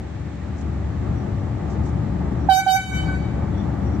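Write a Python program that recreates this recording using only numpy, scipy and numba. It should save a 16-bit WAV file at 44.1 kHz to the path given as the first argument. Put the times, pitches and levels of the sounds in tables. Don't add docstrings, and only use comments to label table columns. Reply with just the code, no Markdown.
import sys
import numpy as np
from scipy import signal
from scipy.fft import rfft, irfft
from scipy.io import wavfile
from scipy.ndimage import uniform_filter1d, minimum_filter1d
from numba import njit

SR = 44100
rng = np.random.default_rng(int(sys.argv[2]) if len(sys.argv) > 2 else 0)


def dump(signal):
    limited = np.clip(np.atleast_2d(signal).T, -1, 1)
    pcm = np.round(limited * 32767).astype(np.int16)
    wavfile.write(sys.argv[1], SR, pcm)


N = 176400
T = np.arange(N) / SR


def undb(db):
    return 10 ** (np.asarray(db) / 20)


def unit(x):
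    return x / np.sqrt(np.mean(x ** 2))


def colour(x, points, power=1):
    hz, db = np.array(points, float).T
    f = np.fft.rfftfreq(N, 1 / SR) + 1
    return irfft(rfft(x) * undb(power * np.interp(np.log(f), np.log(hz), db)), N)


def walk(rate_hz):
    hold = int(SR / rate_hz)
    steps = np.repeat(rng.standard_normal(N // hold + 2), hold)
    return unit(uniform_filter1d(uniform_filter1d(steps, hold), hold)[:N])


def ramp(u):
    return np.sin(np.pi / 2 * np.clip(u, 0, 1)) ** 2


def swell(start, length):
    return np.sin(np.pi * np.clip((T - start) / length, 0, 1))


def late(x, delay):
    return np.interp(T[:len(x)] - delay, T[:len(x)], x, left=0)


def noise_bursts(events, width_hz):
    f = np.fft.rfftfreq(N, 1 / SR)
    out = np.zeros((2, N))
    for start, length, hz, db in events:
        spectrum = rfft(rng.standard_normal((2, N))) * np.exp(-((f - hz) / width_hz) ** 2)
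        out += undb(db) * swell(start, length) * unit(irfft(spectrum, N))
    return out


# f/Hz, side level re mid/dB
SIDE_SPECTRUM = [(60, -12), (130, -19), (290, -10.5), (640, 0), (1400, -7.5), (3000, -1), (7000, 1.5)]

def wide_noise(spectrum):
    mid, side = rng.standard_normal((2, N))
    return unit(colour(mid + colour(side, SIDE_SPECTRUM) * np.array([[1], [-1]]), spectrum))


# f/Hz, relative spectral level/dB
AIR_SPECTRUM = [(100, 11.5), (600, 3.5), (1900, 8.5), (2800, -1), (4000, -5), (5000, -10), (7500, -10.5),
                (8500, -18.5), (9600, -48.5), (12000, -51.5), (15000, -48)]

def air():
    return undb(-47.5 + 0.1 * walk(7.4)) * wide_noise(AIR_SPECTRUM)


# onset t/s, duration/s, centre f/Hz, level/dB
BIRD_CALLS = [(1.13, 0.12, 5750, -62.5), (1.35, 0.077, 5750, -64), (2.38, 0.085, 5690, -57.5),
              (3.517, 0.16, 3450, -53), (3.54, 0.15, 5670, -59.5), (3.8, 0.19, 5690, -58.5)]

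def birds():
    return undb(3.5 * walk(60)) * noise_bursts(BIRD_CALLS, width_hz=170)


# onset t/s, duration/s, centre f/Hz, level/dB
RUSTLE_BURSTS = [(0.355, 0.0044, 7500, -57), (0.553, 0.084, 6300, -55.5), (1.674, 0.1, 6000, -55),
                 (1.83, 0.085, 6400, -55)]

def rustles():
    return undb(3 * walk(220)) * noise_bursts(RUSTLE_BURSTS, width_hz=1800)


# multiple of the cycle frequency, relative level/dB
ENGINE_ORDERS = [(5, -13), (6, 0.5), (7, -14.5), (8, -8.5), (9, -10.5), (10, -4.5), (13, -12), (14, -12),
                 (15, -15.5), (17, -16), (18, -14), (24, -14), (26, -22.5), (30, -21), (40, -36.5),
                 (48, -21.5)]
# f/Hz, relative spectral level/dB
ROAR_SPECTRUM = [(20, -37), (35, -28), (47, -12), (56, 1), (72, 3.5), (85, 3.5), (115, 1.5), (130, -0.5),
                 (165, -1.5), (210, -1), (230, -8.5), (295, -6.5), (360, -12), (440, -18), (570, -20.5),
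                 (850, -17.5), (1000, -27), (1180, -22.5), (1400, -31), (2000, -35), (3000, -69.5)]
# f/Hz, level/dB
LEFT_BIAS = [(60, 0), (110, 5), (200, 6.5), (380, 7.5), (690, 2), (1280, -2), (3000, -0.5)]
# t/s, level/dB
RUMBLE_GAIN = [(0, -6), (.55, -3), (.9, 0.5), (1.5, -0.5), (2.2, 2.5), (3.0, 1.5), (3.42, 2.5), (3.6, 2),
               (3.8, 2), (4, 2)]
CYCLE_HZ = 11.93

def yarder():
    cycle_phase = 2 * np.pi * np.cumsum(CYCLE_HZ * (1 + 0.00308 * walk(2.01))) / SR
    orders = np.zeros(N)
    for k, db in ENGINE_ORDERS:
        amplitude = np.sqrt(2) * undb(db + 2.3 * walk(9))
        orders += amplitude * np.sin(k * cycle_phase + rng.uniform(0, 2 * np.pi) + 0.28 * walk(7))
    roar = undb(-26.5 + walk(16)) * wide_noise(ROAR_SPECTRUM)
    left, right = undb(-31) * orders + roar
    rumble = np.array([colour(left, LEFT_BIAS, 0.56), colour(right, LEFT_BIAS, -0.49)])
    return rumble * undb(np.interp(T, *np.array(RUMBLE_GAIN).T))


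def scatter(partial, delay, t60):
    age = T[:SR] - delay
    cloud = rng.standard_normal((2, SR)) * (age > 0) * undb(-60 * np.maximum(age, 0) / t60)
    cloud = cloud + 0.066 * cloud[::-1]
    out = signal.fftconvolve(partial.imag[None], cloud, axes=1)[:, :len(partial)]
    return out * np.sqrt(np.mean(partial.imag ** 2) / np.mean(out ** 2))


def reflect(partial, hz, delay, spread):
    carrier = np.exp(2j * np.pi * hz * T[:len(partial)])
    envelope = uniform_filter1d(partial / carrier, max(1, int(spread * SR)), mode="constant")
    ear_phase = rng.uniform(0, 2 * np.pi) + rng.choice([-1, 1]) * 0.67 * np.array([[1], [-1]])
    return (late(envelope, delay) * carrier * np.exp(1j * ear_phase)).imag


# f/Hz, relative level/dB
FOREST_RESPONSE = [(300, -14), (760, -21.5), (1500, 1.5), (2300, 7.5), (3000, -9), (4500, -4.5), (6000, -8),
                   (7000, 5), (14000, -15)]

def forest(partial, hz):
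    tail = scatter(partial, delay=0.03, t60=1.52 / (1 + 0.11 * hz / 1000))
    return tail * undb(-5.5 + np.interp(hz, *np.array(FOREST_RESPONSE).T))


# delay t/s, centre f/Hz, half-width/octaves, level at centre/dB, spread/s
SLOPE_ECHOES = [(0.086, 1500, 0.36, 4.5, 0.013), (0.048, 2280, 0.16, 6.5, 0.092),
                (.15, 2700, 0.66, -14.5, 0.023), (0.207, 3270, 0.26, -14.5, 0.026),
                (0.229, 7500, 0.83, -18.5, 0.032), (0.259, 2270, .25, -3.5, 0.022),
                (0.285, 3030, 0.18, -6, 0.061), (0.3, 960, 0.28, -22, 0.024),
                (0.418, 1510, 0.16, -9.5, 0.015), (0.379, 3100, 0.95, -31.5, 0.052),
                (0.557, 2580, 0.18, -18.5, 0.018), (0.78, 1300, 0.15, -15.5, .04)]

def slopes(partial, hz):
    out = np.zeros((2, len(partial)))
    for delay, centre_hz, width, db, spread in SLOPE_ECHOES:
        octaves = np.log2(hz / centre_hz)
        if abs(octaves) < 1:
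            out += undb(db) * np.exp(-(octaves / width) ** 2) * reflect(partial, hz, delay, spread)
    return out


# onset t/s, duration/s, relative level/dB, weight of the sharp, rasping start
HORN_TOOTS = [(2.486, 0.098, 0.5, 0.95), (2.661, 0.089, -0.5, 0.567)]
# harmonic number, relative level/dB, delay t/s, spread/s, onset bite/dB
OVERTONES = [(2, -25.5, 0.0036, 0.0053, 6.5), (3, -26.5, 0.0058, 0.01, -0.5), (4, -30, 0.017, 0.0097, 11),
             (5, -23, 0.022, 0.024, 6.5), (6, -25, 0.024, 0.018, 3), (7, -32.5, 0.0041, .006, -0.5),
             (8, -24.5, 0.025, 0.019, -5.5), (9, -36.5, 0.029, .008, 3.5), (10, -37.5, .025, .008, 0.5),
             (11, -39.5, 0.013, 0.011, 5.5), (12, -38, 0.044, 0.009, -4), (14, -40, 0.022, 0.012, 3),
             (15, -35, .02, .01, 1), (16, -36.5, .022, 0.037, 0.5), (17, -38.5, .02, 0.011, -1.5),
             (18, -37, .02, .02, 1.5), (19, -50.5, .02, .01, 3)]
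HORN_HZ, SHARP_HZ, LIFT_HZ, HORN_DB = 755.8, 41.8, 22.35, -0.5
SETTLE_S, RASP_S, BITE_S, RELEASE_S = 0.01225, 0.054, 0.048, 0.02543

def diaphragm_phase(first):
    pitch = HORN_HZ * (1 + 0.00017 * walk(120))
    flutter_rad = 0.0054
    for start, length, _, weight in HORN_TOOTS:
        pitch += weight * SHARP_HZ * (T >= start) * np.exp(-np.abs(T - start) / SETTLE_S)
        pitch += LIFT_HZ * swell(start + length, 2 * RELEASE_S)
        flutter_rad += 0.033 * weight * swell(start, RASP_S)
    return 2 * np.pi * np.cumsum(pitch[first:]) / SR + (flutter_rad * walk(900))[first:]


def harmonic(phase, attack, release, bite_db=0, ring_on=0):
    envelope = np.zeros(len(phase))
    for start, length, db, _ in HORN_TOOTS:
        age = T[-len(phase):] - start
        gate = ramp(age / attack) * ramp(1 - (age - length - ring_on) / release)
        envelope += gate * undb(HORN_DB + db + bite_db * ramp(2 - 2 * age / BITE_S))
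    return np.sqrt(2) * envelope * np.exp(1j * phase)


def horn():
    first = int((HORN_TOOTS[0][0] - 0.05) * SR)
    phase = diaphragm_phase(first)
    tone = harmonic(phase, attack=0.008, release=RELEASE_S, ring_on=0.006)
    direct = tone.imag * undb([[-11.5], [0]])
    ground = undb(-14.5) * late(tone.imag, 22.5 / HORN_HZ)
    out = direct + ground + forest(tone, HORN_HZ) + slopes(tone, HORN_HZ)
    for k, db, delay, spread, bite_db in OVERTONES:
        hz = k * HORN_HZ
        attack = 0.0036 + 0.0015 * min(hz - HORN_HZ, 6500) / 1000
        overtone = undb(db) * harmonic(k * phase, attack, RELEASE_S / 2, bite_db)
        out += reflect(overtone, hz, delay, spread)
        out += undb(-7) * scatter(overtone, delay=0.004, t60=0.18)
        out += forest(overtone, hz) + slopes(overtone, hz)
    return np.pad(out, ((0, 0), (first, 0)))


def scene():
    return horn() + yarder() + air() + birds() + rustles()


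@njit
def follow(target, attack, release):
    out, gain = np.empty(len(target)), 0.
    for i in range(len(target)):
        gain += (target[i] - gain) * (attack if target[i] < gain else release)
        out[i] = gain
    return out


def gain_control(x, top_db, attack_s, hold_s, release_s, ahead_s):
    target_db = np.minimum(0, top_db - 20 * np.log10(np.abs(x).max(0) + 1e-9))
    half = int(hold_s * SR / 2)
    held_db = minimum_filter1d(target_db, 2 * half + 1, origin=half)
    gain_db = follow(held_db, 1 / (attack_s * SR), 1 / (release_s * SR))
    return x * undb(np.interp(T + ahead_s, T, gain_db))


def record(dry):
    x = gain_control(dry, top_db=-6.0, attack_s=0.023, hold_s=0.12, release_s=0.061, ahead_s=0.0012)
    x = gain_control(x, top_db=-1.5, attack_s=0.0005, hold_s=0.008, release_s=0.01, ahead_s=0.002)
    return signal.sosfilt(signal.ellip(8, 0.2, 70, 14700, fs=SR, output="sos"), x)


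dry = scene()
out = record(dry)
dump(out)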